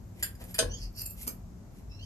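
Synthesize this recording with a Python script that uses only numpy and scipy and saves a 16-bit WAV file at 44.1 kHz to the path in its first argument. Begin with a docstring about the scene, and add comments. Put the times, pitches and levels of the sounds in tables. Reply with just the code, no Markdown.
"""Inside a cab with the engine idling low, a hand touches the turn signal stalk and snaps it over its detent.
Bursts of noise and fading tones make the stalk's contacts, the ringing steering column and the relay's clicks.
Fluttering noise makes the rubbing hand and the faint sizzle of the switch, which also rings a springy part.
Thin squeaks, made of gliding tones, rise and give way to noisy rasps. A thud and a boom follow the snap.
Steady wavering tones over soft noise make the engine."""
import sys
import numpy as np
from scipy import signal
from scipy.fft import rfft, irfft, next_fast_len
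from scipy.io import wavfile
from scipy.ndimage import map_coordinates

SR = 44100
rng = np.random.default_rng(int(sys.argv[2]) if len(sys.argv) > 2 else 0)


def transcribe(u):
    """Save the signal u as a 16-bit wav file named by the first command-line argument.

    u: samples, shape (n,) or (channels, n), limited to [-1, 1]; the rate is SR.
    q: integer samples, one column per channel.
    """
    v = np.clip(np.atleast_2d(u).T, -1, 1)
    q = np.round(v * 32767).astype(np.int16)
    wavfile.write(sys.argv[1], SR, q)


N = 90404

# The stalk snaps home, then rattles more weakly. Each row: start in seconds, level in dB, hold in seconds.
SNAPS = [(0.5881, -21, 0.0059), (0.604, -34.5, 0.003), (0.622, -42, 0.0021)]
SNAP_ATTACK_S = .00033


def amp(db):
    """Turn decibels into a gain."""
    return 10 ** (np.asarray(db) / 20)


def unit(x):
    """Scale a signal to an average strength (rms) of 1."""
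    return x / np.sqrt(np.mean(x ** 2) + 1e-20)


def clock():
    """Give the time of each sample in seconds."""
    return np.arange(N) / SR


def along(points, hz):
    """Read a curve of (Hz, value) points, with pitch on a logarithmic axis."""
    point_hz, values = np.transpose(points)
    return np.interp(np.log(hz + 1), np.log(point_hz + 1), values)


def level(rows):
    """Turn (seconds, dB) points into a gain for each sample."""
    return amp(np.interp(clock(), *np.transpose(rows)))


def wobble(rate):
    """Draw a smooth random curve through `rate` random points a second."""
    points = rng.standard_normal(int(N * rate / SR) + 4)
    return map_coordinates(points, [clock() * rate])


def filtered(x, response):
    """Change the strength and timing of each frequency in x."""
    padded = next_fast_len(N + SR // 2)
    spectrum = rfft(x, padded)
    return irfft(spectrum * response(np.fft.rfftfreq(padded, 1 / SR)), padded)[..., :N]


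def noise(colour, tilt=0):
    """Noise of rms 1 with a colour and a tilt in dB per octave; it fades below the colour's first point."""
    low = colour[0][0]

    def response(f):
        octaves = np.log2(np.maximum(f, low) / low)
        return amp(along(colour, f) + tilt * octaves) * np.minimum(f / low, 1) ** 2

    return unit(filtered(rng.standard_normal(N), response))


def envelope(s, hold, t60, attack):
    """Rise quickly, hold, then die away by 60 dB in t60 seconds."""
    t = np.maximum(clock() - s, 0)
    release = amp(-60 * np.maximum(t - hold, 0) / t60)
    return (1 - np.exp(-t / attack)) * release


def swell(s, rise, fall):
    """A smooth hump that peaks at s."""
    t = clock() - s
    return np.exp(-(t / np.where(t < 0, rise, fall)) ** 2)


def ring(modes, s, blur=0.55, attack=0.00064):
    """A struck object sounds as fading tones, here with slightly unsteady phase."""
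    out = np.zeros(N)
    for hz, db, t60 in modes:
        phase = 2 * np.pi * (hz * clock() + rng.random()) + blur * wobble(150)
        out += amp(db) * envelope(s, 0, t60, attack) * np.sin(phase)
    size = np.linalg.norm([amp(db) for _, db, _ in modes]) / np.sqrt(2)
    return out / size


def struck(modes, drive):
    """A chattering force keeps tones ringing; the result has the same rms as the force."""
    out = signal.fftconvolve(drive, ring(modes, 0, blur=0.16))[:N]
    return unit(out) * np.sqrt(np.mean(drive ** 2))


def panned(db):
    """Left and right gains of equal total power for a level difference in dB."""
    gains = np.array([amp(db / 2), amp(-db / 2)]).reshape(2, -1)
    return gains / np.sqrt(np.mean(gains ** 2, axis=0))


def place(x, lag_ms, pan, cab_db):
    """Direct sound reaches two microphones (left later by lag_ms), followed by the cab's short tail."""
    # How the tail fades. 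Each row: frequency in Hz, time to fall by 60 dB in seconds.
    cab = [(200, 0.33), (1500, 0.28), (6000, 0.16), (12000, 0.19)]
    sides = np.array([[1], [-1]])
    direct = filtered(x, lambda f: np.exp(-1j * np.pi * f * sides * lag_ms / 10 ** 3))
    # The tail is noise that fades at a different speed for each frequency.
    hz, t, z = signal.stft(rng.standard_normal((2, SR // 3)), SR, nperseg=256)
    fading = z * amp(-60 * t / along(cab, hz)[:, None])
    tail = signal.istft(fading, SR, nperseg=256)[1]
    wet = signal.fftconvolve(x[None], tail / np.linalg.norm(tail[0]), axes=1)[:, :N]
    return filtered(direct + amp(cab_db) * wet, lambda f: panned(along(pan, f)))


def detent(grain_db=3):
    """The stalk snaps home with a rattling crack; the dash panel swells after it."""
    # Colour of the crack. Each row: frequency in Hz, level in dB.
    crack_colour = [(280, -35), (470, -23), (640, -9.5), (830, -12.5), (1100, -38), (1500, -10),
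                    (2100, -21), (2450, -8.5), (3700, -8.5), (4800, -1), (5700, -9), (6400, -4),
                    (7700, -10.5), (9000, -3), (13000, -16)]
    # Tones of the dash panel. Each row: frequency in Hz, relative level in dB, time to fall by 60 dB in seconds.
    panel = [(120, 8, 0.092), (174.8, 3.5, 0.097), (257.5, 5.5, 0.13), (347.5, -14.5, 0.2), (477, 5, 0.15)]
    panel_db, panel_attack_s, panel_delay_s = -25.5, .025, .0147
    force = sum(amp(db) * envelope(s, hold, .026, SNAP_ATTACK_S) for s, db, hold in SNAPS)
    crack = force * unit(noise(crack_colour) * amp(grain_db * wobble(700)))
    return crack + amp(panel_db) * ring(panel, SNAPS[0][0] + panel_delay_s, attack=panel_attack_s)


def column():
    """The snap rings the steel column; each tone reaches the two microphones in its own way."""
    # Tones of the column. Each row: frequency in Hz, relative level in dB, time to fall by 60 dB in seconds,
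    # left minus right in dB, polarity (-1 = the microphones hear opposite swings).
    column_modes = [(419, -4, .17, 1, -1), (470, -7, .2, 0, 1), (560, -9, .14, 5, 1), (642, 1, .13, -1, 1),
                    (1038, -21, .17, 0, 1), (1169, -13, .14, 1, -1), (1307, -15, .15, 0, 1),
                    (1516, -5, .125, -1, 1), (1596, -12, .15, -1, 1), (1733, -12, .15, 0, 1),
                    (1813, -11, .14, 0, -1), (2440, -11, .08, 0, 1), (2615, -15, .11, 0, 1),
                    (2911, -10, .13, 0, 1), (3072, -8, .12, 0, -1), (3197, -8, .12, -15, 1),
                    (3546, -9, .11, 0, 1), (3918, -6, .12, -4, -1), (4673, -7, .12, 3, -1),
                    (4823, -5, .14, -4, 1), (6274, -2, .12, 18, 1), (6424, -7, .11, 2, 1),
                    (7261, -7, .11, -5, -1), (8303, -6, .11, -1, 1), (8624, -4, .13, 14, 1),
                    (8990, -7, .11, -15, -1), (9137, -6, .1, -7, 1)]
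    column_db, attack_s = -18, .0035
    out = np.zeros((2, N))
    for hz, db, t60, pan_db, polarity in column_modes:
        mode = ring([(hz, 0, t60)], SNAPS[0][0], blur=.2, attack=attack_s)
        out += amp(db) * mode * panned(pan_db) * [[1], [polarity]]
    size = np.linalg.norm([amp(row[1]) for row in column_modes])
    return amp(column_db) * out / size


def dash_knock():
    """A duller knock sounds from the dash just after the snap."""
    # Colour of the knock. Each row: frequency in Hz, level in dB.
    knock_colour = [(200, -6.5), (520, 0), (800, -11.5), (1050, -8.5), (1250, -15), (1600, -5.5),
                    (2200, -28), (8000, -57)]
    start_s, knock_db, hold_s, t60_s = .625, -34, .004, .06
    return amp(knock_db) * envelope(start_s, hold_s, t60_s, SNAP_ATTACK_S) * noise(knock_colour)


def flasher(attack_s=0.00014):
    """The relay pulls in with a knock, strikes and bounces, ringing its can."""
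    # Relay contacts. Each row: start in seconds, level in dB, hold in seconds, treble tilt in dB per octave.
    contacts = [(1.268, -38.5, .002, -4), (1.2735, -25.5, .0012, 2), (1.2772, -21, .002, -1.4),
                (1.2806, -25.5, .0012, 1), (1.2885, -34, .002, 0)]
    # Colour of the clicks. Each row: frequency in Hz, level in dB.
    click_colour = [(120, -41), (200, -16.5), (768, -13.5), (1230, -12.5), (1440, -12.5), (2110, -19),
                    (2310, -14.5), (3600, -23), (4600, -11), (6240, -9.5), (7970, -11.5), (11000, -6),
                    (12600, 0)]
    # Tones of the can. Each row: frequency in Hz, relative level in dB, time to fall by 60 dB in seconds.
    can_modes = [(1453, -13, .09), (2307, -15, .07), (4398, -12, .09), (5075, -7, .07), (6290, -6, .11),
                 (7154, -8, .06), (7485, -3, .06), (9250, -2, .06), (11430, 1, .07), (12380, 1, .11),
                 (12800, 4, .06)]
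    # Tones of the panel that holds the relay, with the same columns in Hz, dB and seconds.
    holder = [(245, 5, 0.079), (327, -3, 0.06), (564, -6, 0.048)]
    click_t60_s, ring_db, knock_db = .007, -11, -39
    can = np.zeros(N)
    for s, db, hold, tilt in contacts:
        click = envelope(s, hold, click_t60_s, attack_s) * noise(click_colour, tilt)
        can += amp(db) * (click + amp(ring_db) * ring(can_modes, s))
    return can + amp(knock_db) * ring(holder, contacts[0][0])


def stalk_ticks(grain_db=5):
    """The loose stalk chatters briefly against its stops."""
    # Light contacts. Each row: start in seconds, level in dB, hold in seconds, treble tilt in dB per octave.
    ticks = [(.1945, -45, .002, -1), (.2255, -29.5, .003, -1), (.231, -25, .002, .6),
             (.236, -31.5, .003, -2), (.243, -41, .004, 0), (.3515, -45, .001, .3), (.4385, -42, .002, .7),
             (.491, -51, .001, 3), (.509, -49, .002, 4), (.5425, -30, .003, -.7), (.549, -32.5, .002, -2.5),
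             (.557, -39, .002, -2.5), (.582, -29, .003, -2.5), (.962, -46, .002, 0), (1.214, -42, .002, 2)]
    # Colour of the ticks. Each row: frequency in Hz, level in dB.
    tick_colour = [(240, -46), (400, -17.5), (1160, -21), (1570, -8.5), (3450, -7), (3880, -18.5),
                   (4760, -3), (6650, -22.5), (7150, 3.5), (7810, -11), (13000, -2)]
    # Tones of the stalk. Each row: frequency in Hz, relative level in dB, time to fall by 60 dB in seconds.
    stalk = [(1561, -0.5, 0.039), (1683, -5, 0.042), (2430, -10, 0.04), (3350, -21, .04),
             (4940, -1.5, 0.029), (7243, 0.5, 0.039), (8690, 5, 0.029), (9050, -2.5, 0.025),
             (9400, 1.5, .04), (10600, 0.5, 0.037), (11250, 3, 0.032), (11450, 2, .05), (12660, 3.5, 0.043)]
    t60_s, attack_s, ring_db = .014, .0003, -2.5
    scatter_db = 3.5  # each contact favours other tones
    out = np.zeros(N)
    for s, db, hold, tilt in ticks:
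        chatter = envelope(s, hold, t60_s, attack_s) * unit(amp(grain_db * wobble(900)))
        modes = [(hz, mode_db + scatter_db * rng.standard_normal(), t60) for hz, mode_db, t60 in stalk]
        ringing = struck(modes, chatter * rng.standard_normal(N))
        out += amp(db) * (chatter * noise(tick_colour, tilt) + amp(ring_db) * ringing)
    return out


def touches():
    """Fingertips land on the stalk with dull, soft knocks."""
    # Landings. Each row: peak time in seconds, level in dB, rise in seconds, fall in seconds.
    landings = [(0.421, -47.5, 0.022, 0.011), (0.449, -53, 0.0022, 0.0089), (0.494, -55.5, 0.009, 0.022)]
    # Colour of the knocks. Each row: frequency in Hz, level in dB.
    touch_colour = [(300, -17), (620, -3), (1150, -17.5), (1700, -17), (2100, -18.5), (5000, -24.5),
                    (13000, -20.5)]
    return sum(amp(db) * swell(s, rise, fall) for s, db, rise, fall in landings) * noise(touch_colour)


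def rubs(grain_db=3):
    """The hand brushes the controls with a grainy hiss."""
    # Soft strokes. Each row: peak time in seconds, level in dB, rise in seconds, fall in seconds,
    # tilt in dB per octave.
    strokes = [(0.214, -55.5, 0.05, 0.011, -7), (.5, -54, 0.035, 0.032, -3.5),
               (1.195, -48.5, 0.028, 0.075, -3.5), (1.229, -38, 0.021, 0.0076, 1),
               (1.785, -64.5, 0.062, 0.033, -5.5)]
    # Colour of the rubbing. Each row: frequency in Hz, level in dB.
    rub_colour = [(240, -20), (400, -15.5), (1820, -29), (2070, -4), (2330, -7), (4110, -10), (5040, -7),
                  (13000, 5)]
    out = np.zeros(N)
    for s, db, rise, fall, tilt in strokes:
        grains = unit(noise(rub_colour, tilt) * amp(grain_db * wobble(500)))
        out += amp(db) * swell(s, rise, fall) * grains
    return out


def sizzle(hiss_db=-1):
    """Tiny slips in the switch keep a springy part ringing."""
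    # Strength of the sizzle over time. Each row: time in seconds, level in dB.
    sizzle_level = [(.94, -78), (.968, -47), (1.0, -44), (1.019, -35.5), (1.03, -51), (1.05, -60),
                    (1.063, -39), (1.09, -67), (1.109, -44), (1.125, -62), (1.15, -70), (1.25, -58),
                    (1.4, -100)]
    # Tones of the springy part. Each row: frequency in Hz, relative level in dB, time to fall by 60 dB in seconds.
    spring = [(2647, -11, 0.046), (5000, -27, 0.092), (7330, -4, 0.04), (8580, -10, 0.055),
              (9280, -5, 0.024), (11110, -1.5, 0.031), (12380, -1.5, 0.08), (12900, 6.5, 0.032)]
    # Colour of the hiss. Each row: frequency in Hz, level in dB.
    hiss_colour = [(1000, -16.5), (2700, -15), (3400, -36), (4500, 1.5), (6200, -16), (7200, -4),
                   (8000, -44), (9400, 1.5), (10400, -15), (12400, -12), (13000, 3.5)]
    scatter_db, slips_per_s = 6.5, 350
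    slips = unit(amp(scatter_db * wobble(slips_per_s)))
    ringing = struck(spring, slips * rng.standard_normal(N))
    hiss = slips * noise(hiss_colour)
    return level(sizzle_level) * (ringing + amp(hiss_db) * hiss)


def squeaks(flutter_db=4):
    """Thin rising tones with an unsteady pitch and a fluttering level."""
    # Each row: start in seconds, length in seconds, first pitch in Hz, last pitch in Hz, level in dB,
    # octave level in dB relative to the main tone.
    squeak_rows = [(0.689, 0.088, 2816, 3423, -47.5, 7.5), (1.894, 0.088, 2624, 2765, -62, 6),
                   (1.981, 0.065, 2633, 3264, -57, -7.5)]
    jitter = .025  # random pitch change, as a share of the pitch
    halfway_db = -5  # the tone between pitch and octave
    out = np.zeros(N)
    for s, length, first_hz, last_hz, db, octave_db in squeak_rows:
        progress = np.clip((clock() - s) / length, 0, 1)
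        pitch = (first_hz + (last_hz - first_hz) * progress) * (1 + jitter * wobble(1200))
        phase = 2 * np.pi * np.cumsum(pitch) / SR
        partials = np.sin(phase) + amp(halfway_db) * np.sin(1.5 * phase)
        partials += amp(octave_db) * np.sin(2 * phase)
        arch = np.sqrt(4 * progress * (1 - progress))
        out += amp(db) * arch * unit(partials * amp(flutter_db * wobble(160)))
    return out


def rasps(grain_db=4):
    """Rough chirrs: noise with a fast flutter."""
    # Each row: peak time in seconds, level in dB, rise in seconds, fall in seconds.
    rasp_rows = [(0.825, -48.5, 0.05, 0.033), (0.997, -46, 0.034, 0.023), (2.045, -60.5, 0.034, .04)]
    # Colour of the rasps. Each row: frequency in Hz, level in dB.
    rasp_colour = [(1500, -23.5), (2800, -11), (3600, -36), (4500, 1.5), (5500, -1), (6500, -11.5),
                   (8500, -20.5), (13000, -16.5)]
    swells = sum(amp(db) * swell(s, rise, fall) for s, db, rise, fall in rasp_rows)
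    return swells * unit(noise(rasp_colour) * amp(grain_db * wobble(450)))


def shudder(drift=0.28):
    """A dull thud of noise and a low, slightly drifting boom follow the snap."""
    # Strength of the thud over time. Each row: time in seconds, level in dB.
    thud_level = [(.59, -88), (.628, -37.5), (.67, -41), (.72, -43.5), (.8, -53.5), (.9, -77), (1, -73)]
    # Colour of the thud. Each row: frequency in Hz, level in dB.
    thud_colour = [(42, -12), (60, -11), (84, 11.5), (125, -1.5), (250, -19), (480, -14), (900, -28),
                   (2000, -70)]
    # Strength of the boom over time. Each row: time in seconds, level in dB.
    boom_level = [(.6, -66), (.65, -34), (.72, -40.5), (.78, -48.5), (.85, -35.5), (.91, -44.5), (1, -70)]
    boom_hz = 42.5
    boom = np.sqrt(2) * np.sin(2 * np.pi * boom_hz * clock() + drift * wobble(11.9))
    return level(thud_level) * noise(thud_colour) + level(boom_level) * boom


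def engine(waver_db=3.5, drift=1.0):
    """Wavering idle tones over a rumble that thins into hiss."""
    # Engine tones. Each row: frequency in Hz, level in dB.
    idle = [(60, -54), (80, -65.5), (99.5, -56.5), (120.5, -60), (181, -60), (225, -66.5), (251, -69)]
    # Colour of the rumble and hiss. Each row: frequency in Hz, level in dB.
    floor_colour = [(30, -14), (42, 2), (69, -1), (150, -9), (237, -13.5), (309, -17.5), (487, -25),
                    (653, -24.5), (1660, -37.5), (3300, -46), (7000, -40), (10200, -53), (12000, -41.5),
                    (13000, -51)]
    # How alike left and right are. Each row: frequency in Hz, likeness (1 = the same, 0 = unrelated).
    floor_alike = [(50, 0.99), (200, 0.78), (500, 0.28), (2000, 0.043), (9000, 0.046)]
    floor_db = -47
    lines = np.zeros(N)
    for hz, db in idle:
        phase = 2 * np.pi * (hz * clock() + rng.random()) + drift * wobble(7.0)
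        lines += np.sqrt(2) * amp(db + waver_db * wobble(8.54)) * np.sin(phase)

    def shares(f):
        # Shares of the common sound and of the sound that differs between the sides.
        turn = np.arccos(np.clip(along(floor_alike, f), -1, 1)) / 2
        return np.array([np.cos(turn), np.sin(turn)])

    mid, side = filtered(np.array([noise(floor_colour), noise(floor_colour)]), shares)
    return lines + amp(floor_db) * np.array([mid + side, mid - side])


def scene():
    """Everything as heard from the driver's seat."""
    # Side balance of each source. Each row: frequency in Hz, left minus right in dB.
    snap_pan = [(1000, 1.5), (6000, 1.5), (12000, 0)]
    relay_pan = [(60, 0), (230, 1.5), (910, 3), (3520, -1), (13700, -2.5)]
    hand_pan = [(60, -1), (180, 5), (530, 4), (1560, 0), (4620, -1), (13700, -1.5)]
    switch_pan = [(60, 2.5), (230, -1), (910, 3), (3520, 0), (13700, -3.5)]
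    squeak_pan = [(3000, -2.5), (6000, -2)]
    snap = place(detent() + dash_knock(), lag_ms=0.13, pan=snap_pan, cab_db=-2) + column()
    relay = place(flasher(), lag_ms=-0.303, pan=relay_pan, cab_db=-3.0)
    hand = place(stalk_ticks() + rubs() + touches(), lag_ms=-0.16, pan=hand_pan, cab_db=-2)
    switch = place(sizzle(), lag_ms=-0.224, pan=switch_pan, cab_db=2.5)
    squeaking = place(squeaks() + rasps(), lag_ms=-0.17, pan=squeak_pan, cab_db=2)
    low = (engine() + shudder()) * amp([[.9], [-.9]])  # dB for left and right
    return snap + relay + hand + switch + squeaking + low


def record(dry):
    """The recorder cuts steeply above its band limit."""
    top_hz = 13080
    return filtered(dry, lambda hz: 1 / np.sqrt(1 + (hz / top_hz) ** 200))


dry = scene()
out = record(dry)
transcribe(out)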